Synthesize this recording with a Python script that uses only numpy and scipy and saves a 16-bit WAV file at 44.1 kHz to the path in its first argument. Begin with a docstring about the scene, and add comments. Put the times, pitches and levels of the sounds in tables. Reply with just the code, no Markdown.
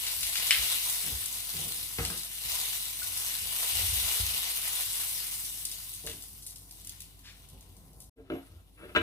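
"""Squid frying in a small kitchen

A close pair of microphones hears squid sizzle in hot oil in a steel pan on a glass hob: dense filtered noise
bursts. Tongs turn it, clink and bump the pan (dying modes); the oil calms to single spits once the food is
lifted out. A china plate knocks softly; around a brief silence at 8.1 s it slides, squeaks and knocks on the
worktop: modes struck by clicks or grit, and wavering tones. Mains hum and steady room noise lie behind it all."""
import sys
import numpy as np
from scipy import signal
from scipy.fft import rfft, irfft, next_fast_len
from scipy.io import wavfile
from scipy.ndimage import uniform_filter1d

SR = 44100
rng = np.random.default_rng(int(sys.argv[2]) if len(sys.argv) > 2 else 0)


def output_pcm(signal):
    """Save a mono or channel-first signal as 16-bit PCM at the path in sys.argv[1].

    Samples are clipped to [-1, 1] before scaling.
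    """
    pcm = np.clip(np.atleast_2d(signal).T, -1, 1) * 32767
    wavfile.write(sys.argv[1], SR, np.round(pcm).astype(np.int16))


N = 397767
T = np.arange(N) / SR
HOP = 64  # samples between steps of the slow curves

# Levels in the tables are relative, ahead of the mixing gains and the recorder.
# How hard the oil fries: (time [s], fizz level [dB], crackle near 3 kHz against the fizz [dB])
FRYING = [(0, -37, -5.5), (.17, -37.5, -8), (.4, -36, -5), (.68, -33.5, -5), (.95, -35, -9),
          (1.4, -41, -7.5), (1.65, -39, -7), (1.94, -42.5, -9.5), (2.12, -40.5, -6.5), (2.3, -44.5, -7),
          (2.53, -36, -5.5), (2.66, -35.5, -6), (2.8, -38, -7.5), (2.92, -41, -8.5), (3.22, -38, -8),
          (3.48, -38, -6.5), (3.62, -34.5, -6.5), (4.15, -33, -5), (4.4, -37.5, -5), (5, -36.5, -8),
          (5.55, -42, -12), (5.9, -46.5, -9.5), (6.3, -51.5, -12.5), (6.65, -58.5, -17), (6.9, -55, -6.5),
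          (7.15, -62.5, -7), (7.6, -64.5, -3), (8.05, -67, -16), (8.25, -76.5, 0), (8.46, -66, -3.5),
          (8.72, -71, -6), (9.02, -59.5, -5.5)]
# Colour of the frying pan and oil: (frequency [Hz], level [dB])
FIZZ_COLOUR = [(120, -48.5), (200, -24.5), (350, -25.5), (455, -12), (520, -12.5), (585, -20), (650, -8.5),
               (760, -9), (860, -13), (1010, -6.5), (1200, -10.5), (1450, -8), (1670, -10), (2000, -3),
               (2550, -3.5), (2850, 2.5), (3200, -1), (3550, 2), (4500, -0.5), (6500, -2.5), (7300, -5),
               (7800, -0.4), (9300, 5), (14000, 0.22), (15300, -1.5), (15800, 1.5)]
# Rarer, sharper bursts in the oil: (centre frequency [Hz], level [dB])
POPS = [(3600, -8), (6000, -10), (10000, -14), (13500, -7.5)]
POPS_PER_S, POP_T60_S, POP_SPREAD_DB = 30, 0.012, 3  # rate is for each row of POPS
# The bubbling under 1.5 kHz follows the fizz and crackle, down to a steady simmer
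BUBBLING_DB, BUBBLING_FOLLOWS, SIMMER_DB, SIMMER_TOP_HZ = -13.5, 1.09, -71.5, 900
CLUMP_DB, CLUMP_S = 1.5, 0.05  # the bubbling comes and goes at random

# Bursting steam pockets, and near 6.07 s food set down on the plate: (time [s], peak level [dB], centre
# frequency [Hz], spray level against the crack [dB])
SPITS = [(0.066, -25, 4600, -13), (0.2305, -23, 5600, -13.5), (0.267, -27, 13000, -29),
         (0.2951, -21, 11200, -26), (0.355, -21.5, 4220, -20), (0.378, -25.5, 3280, -25),
         (0.47, -29, 8000, -15), (0.898, -16, 12100, -30), (1.2578, -22, 11400, -20),
         (1.6132, -26.5, 9760, -23), (1.6805, -31, 11600, -10), (2.05, -21, 6360, -19),
         (2.103, -25.5, 12500, -20.5), (2.176, -25, 9000, -25), (2.233, -29, 9700, -16),
         (2.3351, -45, 10100, -24.5), (2.51, -39, 4200, -32), (2.655, -23, 11000, -25.5),
         (2.854, -27.5, 8430, -29.5), (3.031, -26, 12700, -18), (3.1746, -24.5, 9420, -26),
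         (5.1538, -28, 9750, -24), (5.4534, -30, 10400, -15), (5.6517, -24.5, 9940, -15),
         (5.7147, -28.5, 8290, -17), (5.937, -30, 9340, -17), (6.065, -29, 8520, -16),
         (6.071, -32.5, 3040, -11), (6.0976, -33, 11000, -15.5), (6.2226, -33, 10500, -18),
         (6.4234, -38, 10100, -13), (6.465, -35, 10400, -8), (6.559, -37.5, 8600, -14.5),
         (6.6314, -44, 10900, -21), (6.693, -47, 6000, -25), (6.71, -33, 11500, -25),
         (6.7519, -46.5, 11000, -15.5), (6.8067, -49, 9250, -15), (6.847, -32.5, 11800, -25),
         (6.872, -26, 9900, -38), (6.8937, -25, 11200, -36), (6.997, -45, 12700, -28),
         (7.0043, -29.5, 9800, -26.5), (7.019, -32, 9290, -31), (7.1919, -46, 8414, -28),
         (7.4874, -43.5, 10470, -16.5), (7.6085, -42, 9530, -22), (7.7667, -44, 10330, -25),
         (7.9314, -48.5, 9170, -24), (8.003, -39.5, 10900, -13)]
CRACK_RISE_S, CRACK_T60_S = 0.001, 0.022
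CRACK_LOW, CRACK_HIGH, CRACK_TOP_HZ = 0.38, 1.8, 19000  # band edges as multiples of the centre, and their limit
SNAP = 3  # first click against the noise
SPRAY_T60_S, SPRAY_PATTER_DB = 0.25, 3.0
# One large bubble, a single row: [time [s], peak level [dB], frequency [Hz], t60 [s]]
BUBBLE = [3.0185, -40, 1460, 0.035]
# A soft hiss around 3 kHz swells and fades: (start [s], hold [s], level [dB])
SWELL = [(7.23, 0.03, -53.5)]

# Tongs on steel: (time [s], level [dB])
CLINKS = [(0.5079, -6)]
# Ringing modes of the steel: (frequency [Hz], level [dB], t60 [s])
STEEL_MODES = [(1825, -11, 0.29), (2048, -5.5, .15), (2260, -2.5, .15), (2480, -4, .15), (2743, 5, 0.17),
               (2961, -6, .3), (3080, -10, 0.3), (3260, -12.5, 0.21), (3600, -9, .25), (3900, -1, 0.28),
               (4110, -5, 0.14), (4400, -15, 0.15), (4600, -10.5, .08), (5220, -11.5, .1), (5680, -4, .12)]

# The pan bumps on the hob: (time [s], peak level [dB], sharpness as level of the upper knock [dB])
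BUMPS = [(1.1225, -33.5, -16), (1.181, -46, -20), (1.985, -26, 0.5), (2.004, -40.5, 6), (2.101, -45.5, 11),
         (2.447, -44, -6), (4.2, -29.5, -16)]
# Low modes of the hob: (frequency [Hz], level [dB], t60 [s])
HOB_MODES = [(60, 5, 0.268), (87.5, 6, 0.23), (167.46, -15.5, 0.16), (183, -25.5, 0.063)]
# Colour of the dull knock: (frequency [Hz], level [dB])
KNOCK_COLOUR = [(120, -20), (165, 8.5), (230, 0), (380, -11), (455, 6), (560, -39), (800, -18), (1300, -6),
                (3000, -13), (5000, -38), (9000, -74.5)]
# Pushes at the pan, later at the plate: (start [s], hold [s], rocking level [dB], rubbing level [dB])
SHOVES = [(.17, 0.05, -55, -72), (.57, 0.0205, -48.5, -63), (1.03, 0.073, -70.5, -54),
          (1.12, 0.053, -48, -64), (1.52, 0.13, -57.5, -54.5), (1.62, 0.19, -64.5, -65.5),
          (1.975, 0.0066, -42, -42), (2.02, 0.1, -63, -50.5), (2.43, 0.098, -53, -81.5),
          (3.02, 0.032, -55.5, -83), (3.39, 0.044, -57, -66), (3.715, 0.24, -42, -65), (4.0, .07, -50, -66),
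          (4.19, 0.16, -53, -65), (6.03, 0.081, -54.5, -58), (7.51, 0.019, -54.5, -63),
          (7.62, 0.41, -61, -69.5), (8.17, 0.028, -58, -76), (8.3, 0.026, -49, -46),
          (8.49, 0.055, -48.5, -74), (8.8, 0.16, -59, -65), (8.95, .05, -41.5, -61)]
SHOVE_RISE_S, SHOVE_T60_S = 0.021, 0.21
RESTING_ROCK_DB, RESTING_RUB_DB = -71.5, -73.5  # never quite still
# Colour of the rubbing: (frequency [Hz], level [dB])
RUB_COLOUR = [(90, -48.5), (150, 6.5), (200, -2), (300, -6.5), (500, -10), (1000, -14.5), (2000, -39)]

# Knocks on the plate: (time [s], level [dB], brightness [dB], depth [dB])
PLATE_KNOCKS = [(6.041, -39, -24.5, -9), (6.061, -35, -24.5, -10), (6.085, -39, -17, -7),
                (6.105, -45.5, -20.5, -15), (6.132, -53, -28.5, 4), (8.198, -38.5, -20.5, -12),
                (8.3006, -25, -6, 1.5), (8.319, -24.5, -12.5, -1), (8.335, -28, -13, -1),
                (8.352, -28.5, -13, -3), (8.385, -35, -16, -8), (8.9501, -31, 15.5, 3),
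                (8.96, -15.5, 5, -7.5), (8.965, -21, 6.5, -3), (8.971, -21, 5, -7), (8.985, -33, -7, 2),
                (9.002, -27, -7, -2)]
# Modes of the china plate: (frequency [Hz], width [Hz], level [dB])
PLATE_MODES = [(216, 15, -5.5), (271.9, 11, 6), (332, 18.7, 13), (360, 32, 10.5), (443, 22, 9),
               (602, 38, 6.5), (703, 16, -2), (830, 130, -7.5), (1014, 32, -3), (1230, 70, -14),
               (1327, 81, 8), (1404, 67, 8.5), (1447, 43, 4), (1590, 37, 7), (1763, 32, 0), (1956, 67, 4),
               (2100, 44, 5), (2340, 49, 5), (2680, 69, 10), (2924, 55, 7), (3100, 50, -19), (3480, 55, 1),
               (3650, 71, -1), (3980, 43, -3), (5070, 200, -24), (11000, 5000, -27)]
# Colour of the crunch and scrape: (frequency [Hz], level [dB])
CRUNCH_COLOUR = [(500, -16), (900, -15), (1500, -1), (2800, -5), (3950, -8), (4150, -24), (8000, -27.5),
                 (12000, -35)]
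# The plate slides on the worktop: (start [s], hold [s], level [dB], brightness [dB])
SLIDES = [(8.142, 0.016, -50, -17.5), (8.233, 0.041, -56.5, -13), (8.304, 0.046, -49, -11.5),
          (8.397, 0.17, -67, -4.5), (8.76, 0.041, -49, -6.5), (8.791, 0.079, -49, -6.5),
          (8.939, 0.04, -55, -11)]
SLIDE_RISE_S, SLIDE_T60_S = 0.032, 0.2
SLIDE_WANDER_DB, SLIDE_WANDER_S = 3, 0.025  # the sliding foot stirs now one mode, now another
CONTACT_SPREAD_DB = 2  # each knock lands elsewhere and favours other modes
# The foot of the plate squeaks, one list per squeak: (time [s], frequency [Hz], level [dB])
SQUEAKS = [
    [(7.9, 9900, -72), (7.96, 10400, -68.5), (8.0, 10800, -68)],
    [(8.295, 10370, -63), (8.32, 11380, -63), (8.395, 11600, -61), (8.41, 11900, -65), (8.425, 11150, -66),
     (8.47, 10740, -62), (8.5, 10300, -76)],
    [(8.73, 9900, -63), (8.784, 10400, -67), (8.787, 11200, -64.5), (8.8, 10750, -62), (8.9, 10950, -64.5),
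     (8.96, 10840, -59)],
]

# Colour of the room noise: (frequency [Hz], level [dB])
ROOM_COLOUR = [(38, -35.5), (65, -16.5), (92, 1.5), (114, -6.5), (203, -11.5), (227, -39), (262, -9.5),
               (303, -17), (514, -30.5), (585, -53), (1500, -54.5), (3000, -47.5), (3900, -75),
               (6600, -120)]
ROOM_DB, HUM_HZ, HUM_DB = -62, 49.8, -59  # rms levels before the recorder
# Dying away of the kitchen: (frequency [Hz], t60 [s])
KITCHEN_DECAY = [(100, 0.035), (1000, 0.331), (4000, 0.315), (12000, 0.15)]
# Likeness of the two microphones: (frequency [Hz], left-right likeness [0 to 1])
LIKENESS = [(60, 0.5), (130, 0.868), (290, 0.58), (640, 0.7), (1400, 0.05), (2800, 0.095), (4500, 0.068),
            (8000, 0.061), (15000, .05)]
# Balance of the two microphones: (frequency [Hz], left over right [dB])
BALANCE = [(60, 0), (110, 0), (200, -0.5), (380, 1.7), (700, 1), (880, 7), (1290, 2), (2380, 3.5),
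           (4400, 4), (7200, 5), (7900, 8), (8900, -0.5), (11500, 0.5), (15000, 6.5)]
LAG_S = 0.00016  # the left side hears the pan first

DROP_S, DROP_T60_S = 8.095, 0.0044  # the sound falls silent
BACK_S, BACK_RISE_S, AFTER_DB = 8.156, 0.0175, -2.5  # the sound returns
EDGE_HZ, RECORDER_DB = 15550, 1.5


def frying():
    """Dense hiss and thousands of tiny bursts of very unequal size, coloured by pan and oil."""
    sizes = gain_of(4 * np.minimum(rng.exponential(1, N), 4)) * (rng.random(N) < 600 / SR)
    fading = gain_of(-60 * T[:2000] / 0.004)
    # bursts are shared at random among four random echo tails, so no single tail colours them all
    share = rng.integers(0, 4, N)
    bursts = [play(sizes * (share == k), fading) * rng.standard_normal(N) for k in range(4)]
    pops = 0
    for centre_hz, db in POPS:
        pop_db = db + POP_SPREAD_DB * np.minimum(rng.exponential(1, N), 3.5)
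        when = gain_of(pop_db) * (rng.random(N) < POPS_PER_S / SR)
        noise = band(rng.standard_normal(N), centre_hz * 0.75, centre_hz * 1.45)
        pops = pops + play(when, gain_of(-60 * T[:4000] / POP_T60_S)) * noise
    crackling = sum(heard(burst, wet_db=1.0) for burst in bursts) + heard(pops, wet_db=-3.0)
    hz, t, grains = signal.stft(crackling, SR, nperseg=256, noverlap=256 - HOP)

    a, b, c, d, patches = rng.standard_normal((len(t), len(hz), 5)).T
    hiss = paired((a + 1j * b).T, (c + 1j * d).T, hz).transpose(0, 2, 1)
    patches = evened(uniform_filter1d(uniform_filter1d(patches, 5, 0), 40, 1))
    flicker = evened(uniform_filter1d(rng.standard_normal(len(t)), 12))  # bursts come in clumps
    clumps = evened(uniform_filter1d(rng.standard_normal(len(t)), round(CLUMP_S * SR / HOP)))

    fizz_db, crackle_db = curves(FRYING, t)
    follow_db = BUBBLING_FOLLOWS * (fizz_db + crackle_db + 44.5)
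    busy = gain_of(-45.5 + BUBBLING_DB + follow_db + CLUMP_DB * clumps)
    column_hz = hz[:, None]
    simmer_power = gain_of(SIMMER_DB) ** 2 / (1 + (column_hz / SIMMER_TOP_HZ) ** 4)
    bubbling_db = 10 * np.log10(busy ** 2 + simmer_power)
    middle = np.exp(-np.log(hz / 3000 + 1e-9) ** 2 / 0.23)[:, None]
    low = 1 / (1 + (column_hz / 1500) ** 4)
    tone_db = middle * (crackle_db + 7.0) + low * (bubbling_db - fizz_db + 20.5)
    uneven_db = 1.2 * patches + (0.65 + 0.021 * column_hz / 10000) * flicker

    mix = gain_of(-5.5) * grains / np.sqrt(np.mean(abs(grains) ** 2)) + gain_of(-2.5) * hiss
    mix *= gain_of(tone_db + fizz_db + uneven_db)
    size = 2 * next_fast_len(N // 2 + 1)
    plain = rfft(signal.istft(mix, SR, nperseg=256, noverlap=256 - HOP)[1][:, :N], size)
    colour = gain_of(read(FIZZ_COLOUR, np.fft.rfftfreq(size, 1 / SR)))
    return gain_of(-16.0) * irfft(plain * colour)[:, :N]


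def spits():
    """Steam pockets burst, and food lands on the plate, in a sharp wide crack and a fading spray; one bubble
    rings and one hiss swells."""
    length = 8000
    out, t = np.zeros((3, N + length)), np.arange(length) / SR
    noises = rng.standard_normal((len(SPITS), length))
    for k, ((s, db, hz, spray_db), noise) in enumerate(zip(SPITS, noises)):
        burst = np.minimum(t / CRACK_RISE_S, 1) * gain_of(-60 * t / CRACK_T60_S) * noise + SNAP * (t == 0)
        crack = band(burst, hz * CRACK_LOW, min(hz * CRACK_HIGH, CRACK_TOP_HZ))
        # droplets land unevenly
        patter = gain_of(SPRAY_PATTER_DB * evened(uniform_filter1d(np.roll(noise, 4000), 150)))
        spray = coloured(band(noise, hz * 0.43, hz * 1.3), FIZZ_COLOUR)
        drops = patter * gain_of(-60 * t / SPRAY_T60_S) * spray
        spit = crack / abs(crack).max() + gain_of(spray_db) * drops
        start = round(s * SR)
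        out[k % 3, start:start + length] += gain_of(db) * spit
    s, db, hz, t60 = BUBBLE
    out[0, :N] += play(blows([s], db), ringing([(hz, 0, t60)], cycles=1.8))
    swell = strokes(SWELL, rise_s=0.028, t60_s=0.29)[0]
    out[1, :N] += swell * band(rng.standard_normal(N), 1540, 5200)
    # spits take turns among three random echo tails, which keeps their echoes varied
    return sum(heard(share[:N], wet_db=-6.0, lag=0.0001) for share in out)


def tongs():
    """A hard first crack; the steel rings briefly while the oil splashes."""
    t = T[:SR // 2]
    crack = ringing([(2350, -5.5, 0.01), (2960, -12.5, 0.015), (5170, -12, 0.0075), (8200, -11.0, 0.012)])
    splash = band(rng.standard_normal(len(t)), 1950, 3900) * gain_of(-18 - 60 * t / 0.3)
    droplets = gain_of(2.2 * rng.exponential(1, len(t))) * (rng.random(len(t)) < 700 / SR)
    drops = play(droplets, gain_of(-60 * T[:2000] / 0.017))[:len(t)]
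    splash = splash * evened(3 + drops)  # the splash breaks up into drops
    sound = crack + gain_of(-20.0) * ringing(STEEL_MODES) + splash
    return heard(play(blows(*np.transpose(CLINKS)), sound), wet_db=-6.5, lag=0.00006)


def hob():
    """Bumps and rocking shake the low modes of the hob; sharp bumps add a hard tick and a dull knock."""
    s, db, sharp_db = np.transpose(BUMPS)
    rock, rub = strokes(SHOVES, SHOVE_RISE_S, SHOVE_T60_S)
    sharp_blows = blows(s, db + sharp_db)
    dying = play(sharp_blows, gain_of(-8.5 - 60 * T[:SR // 4] / 0.121))
    knocks = dying * coloured(rng.standard_normal(N), KNOCK_COLOUR)
    tick = play(sharp_blows, gain_of(-6 - 60 * T[:2000] / 0.025))
    knocks = knocks + tick * band(rng.standard_normal(N), 800, 4200)
    rubbing = coloured(rng.standard_normal(N), RUB_COLOUR) * (rub + gain_of(RESTING_RUB_DB))
    rumble = evened(play(rng.standard_normal(N), ringing(HOB_MODES)))
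    rocking = rumble * (rock + gain_of(RESTING_ROCK_DB))
    thuds = play(blows(s, db), ringing(HOB_MODES, cycles=0.19))
    # the low modes reach both microphones alike, without echoes
    return (rocking + thuds)[None] + heard(knocks + rubbing, wet_db=-4.5)


def plate():
    """Gritty slips and knocks ring the plate; hard contact brings out its upper modes and a crunch."""
    slide_rows = [(s, hold, db, db + up_db) for s, hold, db, up_db in SLIDES]
    dull, bright = strokes(slide_rows, SLIDE_RISE_S, SLIDE_T60_S)
    grit = gain_of(2.0 * rng.exponential(1, N)) * (rng.random(N) < 2500 / SR) * rng.choice([-1, 1], N)
    # the slips come unevenly
    grit = evened(grit * gain_of(1.9 * evened(uniform_filter1d(rng.standard_normal(N), 300))))

    def strength(modes):
        """Estimated level of these modes stirred by grit, used to even the slide."""
        return np.linalg.norm([gain_of(d) * np.sqrt(SR / width / 12) for hz, width, d in modes])

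    lower = 1.4 * strength([mode for mode in PLATE_MODES if mode[0] < 900])
    upper = 1.2 * strength([mode for mode in PLATE_MODES if mode[0] >= 900])
    wander = rng.standard_normal((len(PLATE_MODES), N // HOP + 1))
    wander = evened(uniform_filter1d(wander, round(SLIDE_WANDER_S * SR / HOP)))
    s, db, hard_db, deep_db = np.transpose(PLATE_KNOCKS)
    favour_db = CONTACT_SPREAD_DB * rng.standard_normal((len(s), len(PLATE_MODES)))
    slide = knocks = 0
    for k, (hz, width, d) in enumerate(PLATE_MODES):
        stir = np.interp(T, T[::HOP], gain_of(SLIDE_WANDER_DB * wander[k]))
        push = dull / lower if hz < 900 else bright / upper
        slide = slide + play(grit * stir * push, gain_of(d) * ringing([(hz, 0, 2.2 / width)])[:SR // 4])
        mode_db = db + d - 20.5 + (hz < 400) * deep_db + (hz >= 900) * hard_db + favour_db[:, k]
        knocks = knocks + play(blows(s, mode_db), ringing([(hz, 0, 2.36 / width)])[:SR // 4])

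    dying = play(blows(s, db + hard_db), gain_of(-60 * T[:SR // 4] / 0.047))
    crunch = dying * gain_of(-16.5) * coloured(rng.standard_normal(N), CRUNCH_COLOUR)
    scrape = coloured(grit, CRUNCH_COLOUR) * bright * gain_of(-5.5)
    return heard(slide + scrape + knocks + crunch, wet_db=-7.5)


def squeaks():
    """The foot of the plate squeaks: a thin, rough whistle, wavering in pitch and level."""
    out = np.zeros(N)
    for rows in SQUEAKS:
        hz, db = curves(rows)
        waver, flutter = (evened(uniform_filter1d(v, 90)) for v in rng.standard_normal((2, N)))
        tone = np.sin(2 * np.pi * np.cumsum(hz * (1 + 0.00315 * waver)) / SR)
        sounding = (T > rows[0][0]) * (T < rows[-1][0])
        out += gain_of(db + 2.15 * flutter) * tone * sounding
    return heard(out, wet_db=-6)


def kitchen():
    """Mains hum, a steady sine a little stronger on the left, over steady room noise."""
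    size = 2 * next_fast_len(N // 2 + 1)
    hz = np.fft.rfftfreq(size, 1 / SR)
    noise = paired(*rfft(rng.standard_normal((2, size))), hz)
    air = irfft(noise * gain_of(read(ROOM_COLOUR, hz)))[:, :N]
    hum_gain = gain_of(HUM_DB + np.array([[0.8], [-0.8]])) * np.sqrt(2)
    return gain_of(ROOM_DB) * evened(air) + hum_gain * np.sin(2 * np.pi * HUM_HZ * T)


def heard(x, wet_db, lag=LAG_S):
    """Direct sound reaches the left microphone first; the kitchen adds a dying tail, drawn anew on each call."""
    length = SR // 2
    hz, t, echoes = signal.stft(rng.standard_normal((2, length)), SR, nperseg=256)
    echoes = echoes * gain_of(-60 * t / read(KITCHEN_DECAY, hz)[:, None]) * (t > 0.004)
    tail = rfft(signal.istft(echoes, SR, nperseg=256)[1][:, :length])
    tail = evened(abs(tail)) * tail / abs(tail)
    f = np.fft.rfftfreq(length, 1 / SR)
    lean = gain_of(read(BALANCE, f) / 2)
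    direct = np.array([lean, np.exp(-2j * np.pi * f * lag) / lean])
    direct = direct * np.exp(-2j * np.pi * f * 64 / SR)  # 64 samples of lead-in, cut off below
    response = irfft(direct + gain_of(wet_db) * paired(*tail, f))
    return signal.oaconvolve(x[None], response, axes=1)[:, 64:N + 64]


def paired(a, b, hz):
    """Two unrelated spectra become left and right: alike in the bass, apart in the treble, right a little late."""
    same = np.clip(read(LIKENESS, hz), -1, 1)
    lean = gain_of(read(BALANCE, hz) / 2)
    late = np.exp(-2j * np.pi * hz * LAG_S)
    return np.array([a * lean, (same * a * late + np.sqrt(1 - same ** 2) * b) / lean])


def ringing(modes, cycles=1.0):
    """Dying sines, peak 1; each builds up over about the given number of cycles."""
    t = np.arange(SR // 2) / SR
    x = 0
    for hz, db, t60 in modes:
        build_up = 1 - np.exp(-hz * t / cycles)
        x = x + gain_of(db - 60 * t / t60) * np.sin(2 * np.pi * hz * t) * build_up
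    return x / abs(x).max()


def blows(seconds, db):
    """One sample of force at each moment."""
    x = np.zeros(N)
    np.add.at(x, np.round(np.asarray(seconds) * SR).astype(int), gain_of(db))
    return x


def play(x, sound):
    """Every sample of x sets off the sound."""
    return signal.oaconvolve(x, sound)[:N]


def strokes(rows, rise_s, t60_s):
    """Each row rises, holds and dies away; gives one amplitude curve for each level column."""
    t = T[::HOP]
    start, hold, *levels = np.transpose(rows)[:, :, None]
    rise = np.clip((t - start) / rise_s, 0, 1)
    shape = rise * gain_of(-60 * np.maximum(t - start - rise_s - hold, 0) / t60_s)
    return [np.interp(T, t, np.linalg.norm(gain_of(db) * shape, axis=0)) for db in levels]


def curves(rows, t=T):
    """Each column of a table as a curve over time."""
    s, *columns = np.transpose(rows)
    return [np.interp(t, s, c) for c in columns]


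def coloured(noise, spectrum):
    """Gives noise a spectrum, rms 1."""
    size = next_fast_len(len(noise))
    colour = gain_of(read(spectrum, np.fft.rfftfreq(size, 1 / SR)))
    return evened(irfft(rfft(noise, size) * colour, size)[:len(noise)])


def band(x, lo_hz, hi_hz):
    """Band-pass with edges kept within 300 Hz to 19 kHz, rms 1."""
    edges = np.clip([lo_hz, hi_hz], 300, 19000)
    return evened(signal.lfilter(*signal.butter(2, edges, "band", fs=SR), x))


def read(points, hz):
    """Reads a spectrum table on a log-frequency axis."""
    f, value = np.transpose(points)
    return np.interp(np.log(hz + 1), np.log(f + 1), value)


def evened(x):
    """Scales to rms 1."""
    return x / np.sqrt(np.mean(x ** 2) + 1e-20)


def gain_of(db):
    """Decibels to amplitude."""
    return 10 ** (np.asarray(db) / 20)


def scene():
    """All sources together, from the pan to the room."""
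    return frying() + spits() + tongs() + hob() + plate() + squeaks() + kitchen()


def record(dry):
    """The microphones lose the deepest bass; all sound falls silent briefly and returns quieter; then a treble
    limit."""
    before = gain_of(-60 * np.maximum(T - DROP_S, 0) / DROP_T60_S)
    after = gain_of(AFTER_DB) * (1 - np.exp(-np.maximum(T - BACK_S, 0) / BACK_RISE_S)) ** 2
    level = before + after + gain_of(-73.5)  # the sound stays faintly audible through the silence
    cut = signal.sosfilt(signal.butter(4, 42, "high", fs=SR, output="sos"), dry) * level
    treble_limit = signal.firwin(511, EDGE_HZ, window=("kaiser", 9), fs=SR)
    return signal.oaconvolve(cut, treble_limit[None], "same") * gain_of(RECORDER_DB)


dry = scene()
out = record(dry)
output_pcm(out)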